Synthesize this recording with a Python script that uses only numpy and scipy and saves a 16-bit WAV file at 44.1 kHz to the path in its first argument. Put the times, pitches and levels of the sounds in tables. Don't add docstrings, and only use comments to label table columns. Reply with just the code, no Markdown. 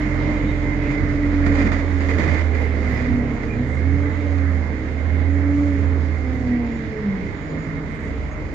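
import sys
import numpy as np
from scipy import signal
from scipy.fft import rfft, irfft, next_fast_len
from scipy.io import wavfile
from scipy.ndimage import uniform_filter1d, minimum_filter1d

SR = 44100
rng = np.random.default_rng(int(sys.argv[2]) if len(sys.argv) > 2 else 0)


def boost_factor(decibels):
    exponent = np.asarray(decibels, float) / 20
    return 10 ** exponent


def output_pcm(signal):
    pcm = np.clip(np.atleast_2d(signal).T, -1, 1) * 32767
    wavfile.write(sys.argv[1], SR, np.round(pcm).astype(np.int16))


N = 376613

# time_s, firing_hz, engine_load_db, pump_load_db
DRIVING = [(0.0, 89.5, 5.5, -1), (1.0, 86.75, -1, -1), (1.4, 85.24, 2.5, 0), (2.25, 81.4, -0.5, -3.5),
           (3.0, 74, -2, -1), (3.5, 68.5, -9.5, -7.5), (3.8, 79.23, -2, 2.5), (4.0, 84.24, 3.5, 0.5),
           (4.14, 86.65, 2, -11.5), (4.5, 81.0, 1, 3), (4.8, 75.3, -7.5, -2), (5.3, 82.76, 2, 1),
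           (5.61, 85.4, 3, 1), (6.4, 74.63, -4.5, 2.5), (6.98, 63.77, -12, 1), (7.4, 46.17, -15, -4.5),
           (7.62, 47.5, -7, 1.5), (8.54, 45.03, -12.5, -8)]
# multiple_of_firing, level_db over the roar per Hz at that pitch
WEAK_ORDERS = [
    (.75, 14),
    (2, 6),
    (3, 9),
]
# mode_hz, width_hz, level_db
SALOON_MODES = [(36, 4.8, -34), (45.2, 1.7, -19.5), (81, 8.1, -19.5), (111, 6.9, -19), (133.4, 6.2, -23),
                (158.8, 3.3, -33.5), (199.8, 9.8, -20), (243.6, 7.4, -20), (256, 6, -37),
                (287.5, 5.24, -21), (298, 12, -27.5), (430, 14, -11), (475, 44, -21.5), (566.6, 13, -21)]
# multiple_of_whine, level_db, resonance_hz, width_hz
WHINE_OVERTONES = [(3, -49.5, 630, 160), (7, -42, 2085, 50), (8, -47, 2064, 110), (4, -49.5, 615, 30)]
# time_s, pitch_hz, level_db
SHAFT_HUM = [
    (3.1, 143.5, -60),
    (3.3, 141.3, -30.5),
    (3.75, 130, -31),
    (4.1, 122, -36),
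    (4.4, 118.6, -64),
]
# start_s, strength_db, ring_s
TRIM_JOLTS = [(0.818, 7, 0.064), (1.09, -0.5, 0.041), (1.34, 4, .02), (1.461, 13.5, 0.03),
              (1.552, 14, 0.029), (1.59, 11.5, 0.04), (1.66, 10.5, .022), (1.717, 16, 0.021),
              (2.005, 5.5, 0.029), (2.085, 12, 0.069), (2.182, 14.5, 0.09), (2.275, 13.5, 0.047),
              (2.33, 7, 0.024), (2.545, 7, 0.047), (3.429, 5, 0.026), (4.38, 4, 0.023)]
# mode_hz, width_hz, boost_db
TRIM_MODES = [(2420, 72, 4.5), (2057, 140, -0.5), (1830, 42, -3), (3580, 20, 1), (4760, 160, 1.5),
              (6200, 39, -2.5), (7120, 57, -5.5)]
# centre_s, length_s, pitch_hz, width_hz, level_db, left_minus_right_db
RUBS = [(0.496, .06, 3720, 55.56, -56, 12), (2.145, 0.12, 13200, 500, -73, 6),
        (2.615, .16, 11500, 300, -74, 5), (2.932, .07, 14100, 800, -66, 7),
        (2.968, 0.079, 5080, 40, -60, 4), (3.527, 0.1, 2420, 80, -44, -11), (3.747, 0.18, 8040, 60, -74, 4),
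        (6.342, 0.031, 13810, 1620, -70, 3.5), (6.726, 0.11, 6880, 37.04, -66, 15.5),
        (7.515, .3, 6910, 32.4, -63, 7), (8.0, .2, 8200, 30, -73, 8), (8.326, 0.033, 6600, 295, -58, 4),
        (0.85, 0.084, 2450, 291.6, -44, -2), (1.09, 0.04, 1830, 75.6, -43, -24),
        (1.235, .04, 1930, 70, -43, -19), (2.552, 0.047, 2390, 74, -43, -4),
        (3.765, .12, 2120, 55, -42, -18)]
# centre_s, pitch_hz, level_db
FAINT_TICKS = [(.56, 12860, -80), (1.219, 13660, -78), (2.49, 12960, -81), (4.079, 13800, -86),
               (4.382, 13100, -83.5), (4.51, 13400, -80), (5.32, 13500, -91), (5.95, 13700, -80),
               (7.41, 13400, -80), (7.959, 13700, -84), (8.15, 13200, -81), (8.34, 13200, -89)]
# mode_hz, width_hz, level_db
SHELL_MODES = [(138.9, 1.5, -38.5), (207.4, 6.6, -39), (245, 7.2, -46.5), (277.6, 2.8, -36),
               (311.6, 2.8, -39.5), (403.6, 1.9, -44.5), (441.5, 22, -40.5), (622.5, 22, -54),
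               (2120, 56, -54)]
# time_s, level_db
ROUGHNESS = [(0.0, -33), (1.2, -34), (1.6, -32), (2.0, -33.5), (3.2, -33.5), (4.0, -35.5), (5.7, -36),
             (7.0, -38), (8.54, -39)]
# centre_s, length_s, trim_shake_db, roar_swell_db
BROKEN_PATCHES = [(0.307, 0.26, 5, 2.5), (.6, .2, -3.5, -1), (0.916, 0.14, 8, -2), (1.08, .05, 4, 0.5),
                  (1.317, 0.09, 4, 1), (1.607, 0.29, 12.5, 2), (1.785, .12, 7, -1.5), (2.056, .08, 6, 1.5),
                  (2.239, .12, 6.5, 4), (2.385, 0.15, 12, 0.5), (2.607, 0.22, 5, 0.5),
                  (2.971, 0.44, 10, -1.5), (3.584, 0.45, 2.5, -1.5), (4.757, 0.13, 0, -1),
                  (5.131, 0.13, 5, -0.5), (5.824, 0.18, 4.5, 0), (6.243, 0.2, 3, -0.5),
                  (7.555, 0.12, 0.5, 4)]
# centre_s, level_db over the rumble
AXLE_THUMPS = [(.31, 3), (.48, 10), (.64, 5.5), (.9, 9.5), (1.04, 6.5), (1.14, 3), (1.5, 13), (1.69, 8),
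               (1.95, 5), (2.17, 11), (2.29, 13), (2.89, 7.5), (3.12, 9.5), (3.32, 0), (3.95, 7.5),
               (4.45, 1.5), (4.9, 1), (5.18, 7.5), (5.8, 9.5), (6.35, 3), (6.6, 5.5), (6.92, 1.5),
               (7.11, 6), (7.25, 8), (7.56, 5), (8.06, 3), (8.44, 4)]
# pitch_hz, left_db per Hz, right_db per Hz, likeness 0-1
MIC_PORTS = [(41.7, -54.5, -65, 0.9), (83, -56.5, -44.5, 0.6), (130, -59, -56, .91),
             (315, -59, -56.5, 0.82), (326, -65, -63, 0.83), (575, -67.5, -64.5, 0.52),
             (790, -73.5, -71, 0.06), (1420, -76, -72.5, 0.1), (2106, -88.5, -64.5, 0.02),
             (2664, -84.5, -85, 0.06), (4670, -94, -92, 0), (5940, -97, -96.5, 0), (6830, -92, -100.5, .05),
             (9540, -124, -123, 0.5)]

WHINE_RATIO = 3.37
FLYWHEEL_S = 0.06
HALF_ORDER_DB, THIRD_ORDER_DB, SECOND_OVERTONE_DB = -4.45, -12.5, -20.5
SWAY_PER_ROAD_DB = 2.5
CALM_RATTLE_DB, RATTLE_FLOOR_DB = -42, -38.5
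STEADY_ROAR_DB, HISS_TOP_HZ = -38, 11300
RUMBLE_DB, RUMBLE_PER_ROAD_DB, RUMBLE_WANDER_DB = -31, 0.98, 2
THUMP_S = 0.11
CONTROL_STEP = 64


def unit(x):
    return x / np.sqrt(np.mean(x ** 2))


def columns(table):
    s, *rest = np.transpose(table)
    return [np.interp(np.arange(N) / SR, s, column) for column in rest]


def fill_in(coarse, step=CONTROL_STEP):
    return np.interp(np.arange(N) / step, np.arange(len(coarse)), coarse)


def walk(rate):
    step = 32
    hold = int(SR / rate / step)
    steps = np.arange(N // step + 2)
    knots = rng.standard_normal(len(steps) // hold + 2)
    coarse = np.interp(steps / hold, np.arange(len(knots)), knots)
    return fill_in(unit(uniform_filter1d(coarse, hold)), step)


def humps(rows):
    t = np.arange(0, N, CONTROL_STEP) / SR
    coarse = sum(db * np.exp(-(2 * (t - s) / length) ** 2) for s, length, db in rows)
    return fill_in(coarse)


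def ring(x, hz, width):
    return signal.lfilter(*signal.iirpeak(hz, hz / width, fs=SR), x)


def pan(db):
    return np.array([[db], [-db]]) / 2


def port(hz, count):
    table = np.array(MIC_PORTS)
    return np.interp(np.log(np.maximum(hz, 1)), np.log(table[:, 0]), table[:, count])


def port_balance_db(hz):
    return port(hz, count=1) - port(hz, count=2)


def roar_db_at(hz):
    return np.maximum(port(hz, count=1), port(hz, count=2))


def saloon_db(hz):
    coarse = hz[::CONTROL_STEP]
    answer = sum(boost_factor(db) / (1 + 2j * (coarse - mode_hz) / width) for mode_hz, width, db in SALOON_MODES)
    return fill_in(20 * np.log10(np.abs(answer)))


def tone(hz, db, wobble_db=0.0, rate=12, share=1, rough=0.21, lean_db=0.0):
    ratio = boost_factor(lean_db + share * port_balance_db(hz[::CONTROL_STEP]))
    left = fill_in(2 * ratio / (1 + ratio))
    phase = 2 * np.pi * (np.cumsum(hz) / SR + rng.random()) + rough * walk(2 * rate)
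    level = np.sqrt(2) * boost_factor(db + wobble_db * walk(rate))
    return level * np.sin(phase) * np.array([left, 2 - left])


def coloured(mid, side, tilt_db=0.0):
    size = next_fast_len(N)
    hz = np.arange(size // 2 + 1) * SR / size
    like = np.clip(port(hz, count=3), 0, 1)
    shared = rfft(mid, size) * np.sqrt(1 + like)
    apart = rfft(side, size) * np.sqrt(1 - like)
    tilt = boost_factor(tilt_db * np.log2(np.maximum(hz, 20) / 2000))
    colour = boost_factor(np.array([port(hz, count=1), port(hz, count=2)]))
    gains = colour * np.sqrt(SR / 4) * tilt * (hz < HISS_TOP_HZ)
    return np.array([shared + apart, shared - apart]) * gains, hz, size


def engine(hz, load_db, sway_db):
    half_hz, third_hz = hz / 2, hz * 3 / 2
    out = tone(hz, load_db + saloon_db(hz), wobble_db=0.84)
    half_db = sway_db + HALF_ORDER_DB + saloon_db(half_hz)
    out = out + tone(half_hz, half_db, wobble_db=2.5, rate=4, share=0, lean_db=-5.5)
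    out = out + tone(third_hz, THIRD_ORDER_DB + saloon_db(third_hz), wobble_db=4.0, rate=5)
    for multiple, db in WEAK_ORDERS:
        order_hz = multiple * hz
        out = out + tone(order_hz, db + roar_db_at(order_hz), wobble_db=1.0, rate=5)
    return out


def whine(hz, load_db):
    second_db = 0.36 * load_db + SECOND_OVERTONE_DB + saloon_db(2 * hz)
    out = tone(hz, load_db + saloon_db(hz), wobble_db=0.9, rate=8, share=0.4)
    out = out + tone(2 * hz, second_db, wobble_db=1.5, rate=6)
    for multiple, db, centre_hz, width in WHINE_OVERTONES:
        passed_db = -10 * np.log10(1 + ((multiple * hz - centre_hz) / width) ** 4)
        out = out + tone(multiple * hz, db + passed_db, wobble_db=3.5, rate=14, rough=0.27 * multiple)
    return out


def prop_shaft():
    return tone(*columns(SHAFT_HUM))


def rattle(level_db):
    t = np.arange(N) / SR
    power = np.maximum(boost_factor(2 * (level_db - RATTLE_FLOOR_DB)) - 1, 0)
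    for s, db, ring_s in TRIM_JOLTS:
        times = s + ring_s * np.array([0, 0.03, 1, 3])
        power = power + np.interp(t, times, boost_factor(2 * db) * np.array([0.0065, 0.95, 0.19, 0.0018]))
    knocks = (rng.random(N) < 1200 / SR) * boost_factor(2.5 * rng.exponential(size=N))
    tail = np.exp(-np.arange(2048) / (0.004 * SR))
    shake = np.abs(signal.fftconvolve(knocks, tail)[:N]) * boost_factor(1.8 * walk(22))
    raw = rng.standard_normal((2, N)) * np.sqrt(shake / shake.mean() * power)
    spectra, hz, size = coloured(*raw, tilt_db=0.62)
    modes = 1 + sum(boost_factor(db) / (1 + 2j * (hz - mode_hz) / width) for mode_hz, width, db in TRIM_MODES)
    low_cut = hz ** 2 / (hz ** 2 + 180 ** 2)
    return boost_factor(-2.0) * irfft(spectra * modes * low_cut, size)[:, :N]


def squeaks():
    out, t = np.zeros((2, N)), np.arange(N) / SR
    ticks = [(s, 0.03, hz, 500, db, 0) for s, hz, db in FAINT_TICKS]
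    settle = 4096
    for s, length, hz, width, db, pan_db in RUBS + ticks:
        start = int(max(s - 2 * length, 0) * SR)
        end = min(int((s + 2 * length) * SR), N)
        noise = rng.standard_normal(end - start + settle)
        rub = unit(ring(ring(noise, hz, width), hz, width))[settle:]
        shape = np.exp(-(2 * (t[start:end] - s) / length) ** 4)
        out[:, start:end] += rub * shape * boost_factor(db + pan(pan_db))
    return out


def shell(rumble_db):
    out = 0
    for hz, width, db in SHELL_MODES:
        ringing = ring(ring(rng.standard_normal(N), hz, width), hz, 4 * width)
        out = out + unit(ringing) * boost_factor(db + pan(port_balance_db(hz)))
    return out * boost_factor(0.42 * (rumble_db + 25.5))


def roar(roar_db, rumble_db, firing):
    spectra, hz, size = coloured(*rng.standard_normal((2, N)))
    band_place = 2 * np.log2(np.maximum(hz, 1) / 28)
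    throb = np.cos(2 * np.pi * firing)
    calm_db = uniform_filter1d(minimum_filter1d(roar_db, SR // 2), SR // 2)
    out = 0
    for k in range(19):
        mask = np.cos(np.pi / 2 * np.clip(band_place - k, -1, 1)) ** 2
        band = irfft((spectra * mask).astype(np.complex64), size)[:, :N]
        low = np.clip((7 - k) / 3, 0, 1)
        high = np.clip((k - 9) / 3, 0, 1)
        bass_db = low * min(k / 3, 1) * (rumble_db + 30.5)
        upper_db = (1 - low) * ((1 - high) * roar_db + high * calm_db - STEADY_ROAR_DB)
        wander_db = 0.8 * walk(2.14) + 1.4 * walk(14)
        out = out + band * boost_factor(bass_db + upper_db + wander_db + 0.71 * (1 - low) * throb)
    return out


def scene():
    hz, load_db, pump_db = columns(DRIVING)
    hz = uniform_filter1d(hz, int(FLYWHEEL_S * SR), mode="nearest")
    rough_db, = columns(ROUGHNESS)
    road_change_db = rough_db - rough_db[0]
    roar_db = rough_db + humps((s, length, swell) for s, length, _, swell in BROKEN_PATCHES)
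    rattle_db = CALM_RATTLE_DB + humps((s, length, shake) for s, length, shake, _ in BROKEN_PATCHES)
    rumble_db = RUMBLE_DB + RUMBLE_PER_ROAD_DB * road_change_db + RUMBLE_WANDER_DB * walk(6)
    rumble_db = rumble_db + humps((s, THUMP_S, db) for s, db in AXLE_THUMPS)
    drive = engine(hz, load_db, SWAY_PER_ROAD_DB * road_change_db)
    drive = drive + whine(WHINE_RATIO * hz, pump_db) + prop_shaft()
    trim = rattle(rattle_db) + squeaks()
    road = shell(rumble_db) + roar(roar_db, rumble_db, np.cumsum(hz) / SR)
    return drive + trim + road


def low_pass(x):
    return signal.sosfilt(signal.butter(12, 14700, fs=SR, output="sos"), x)


def record(dry):
    low_cut = signal.butter(2, 36, "high", fs=SR, output="sos")
    mix = signal.sosfilt(low_cut, dry)
    return low_pass(mix)


dry = scene()
out = record(dry)
output_pcm(out)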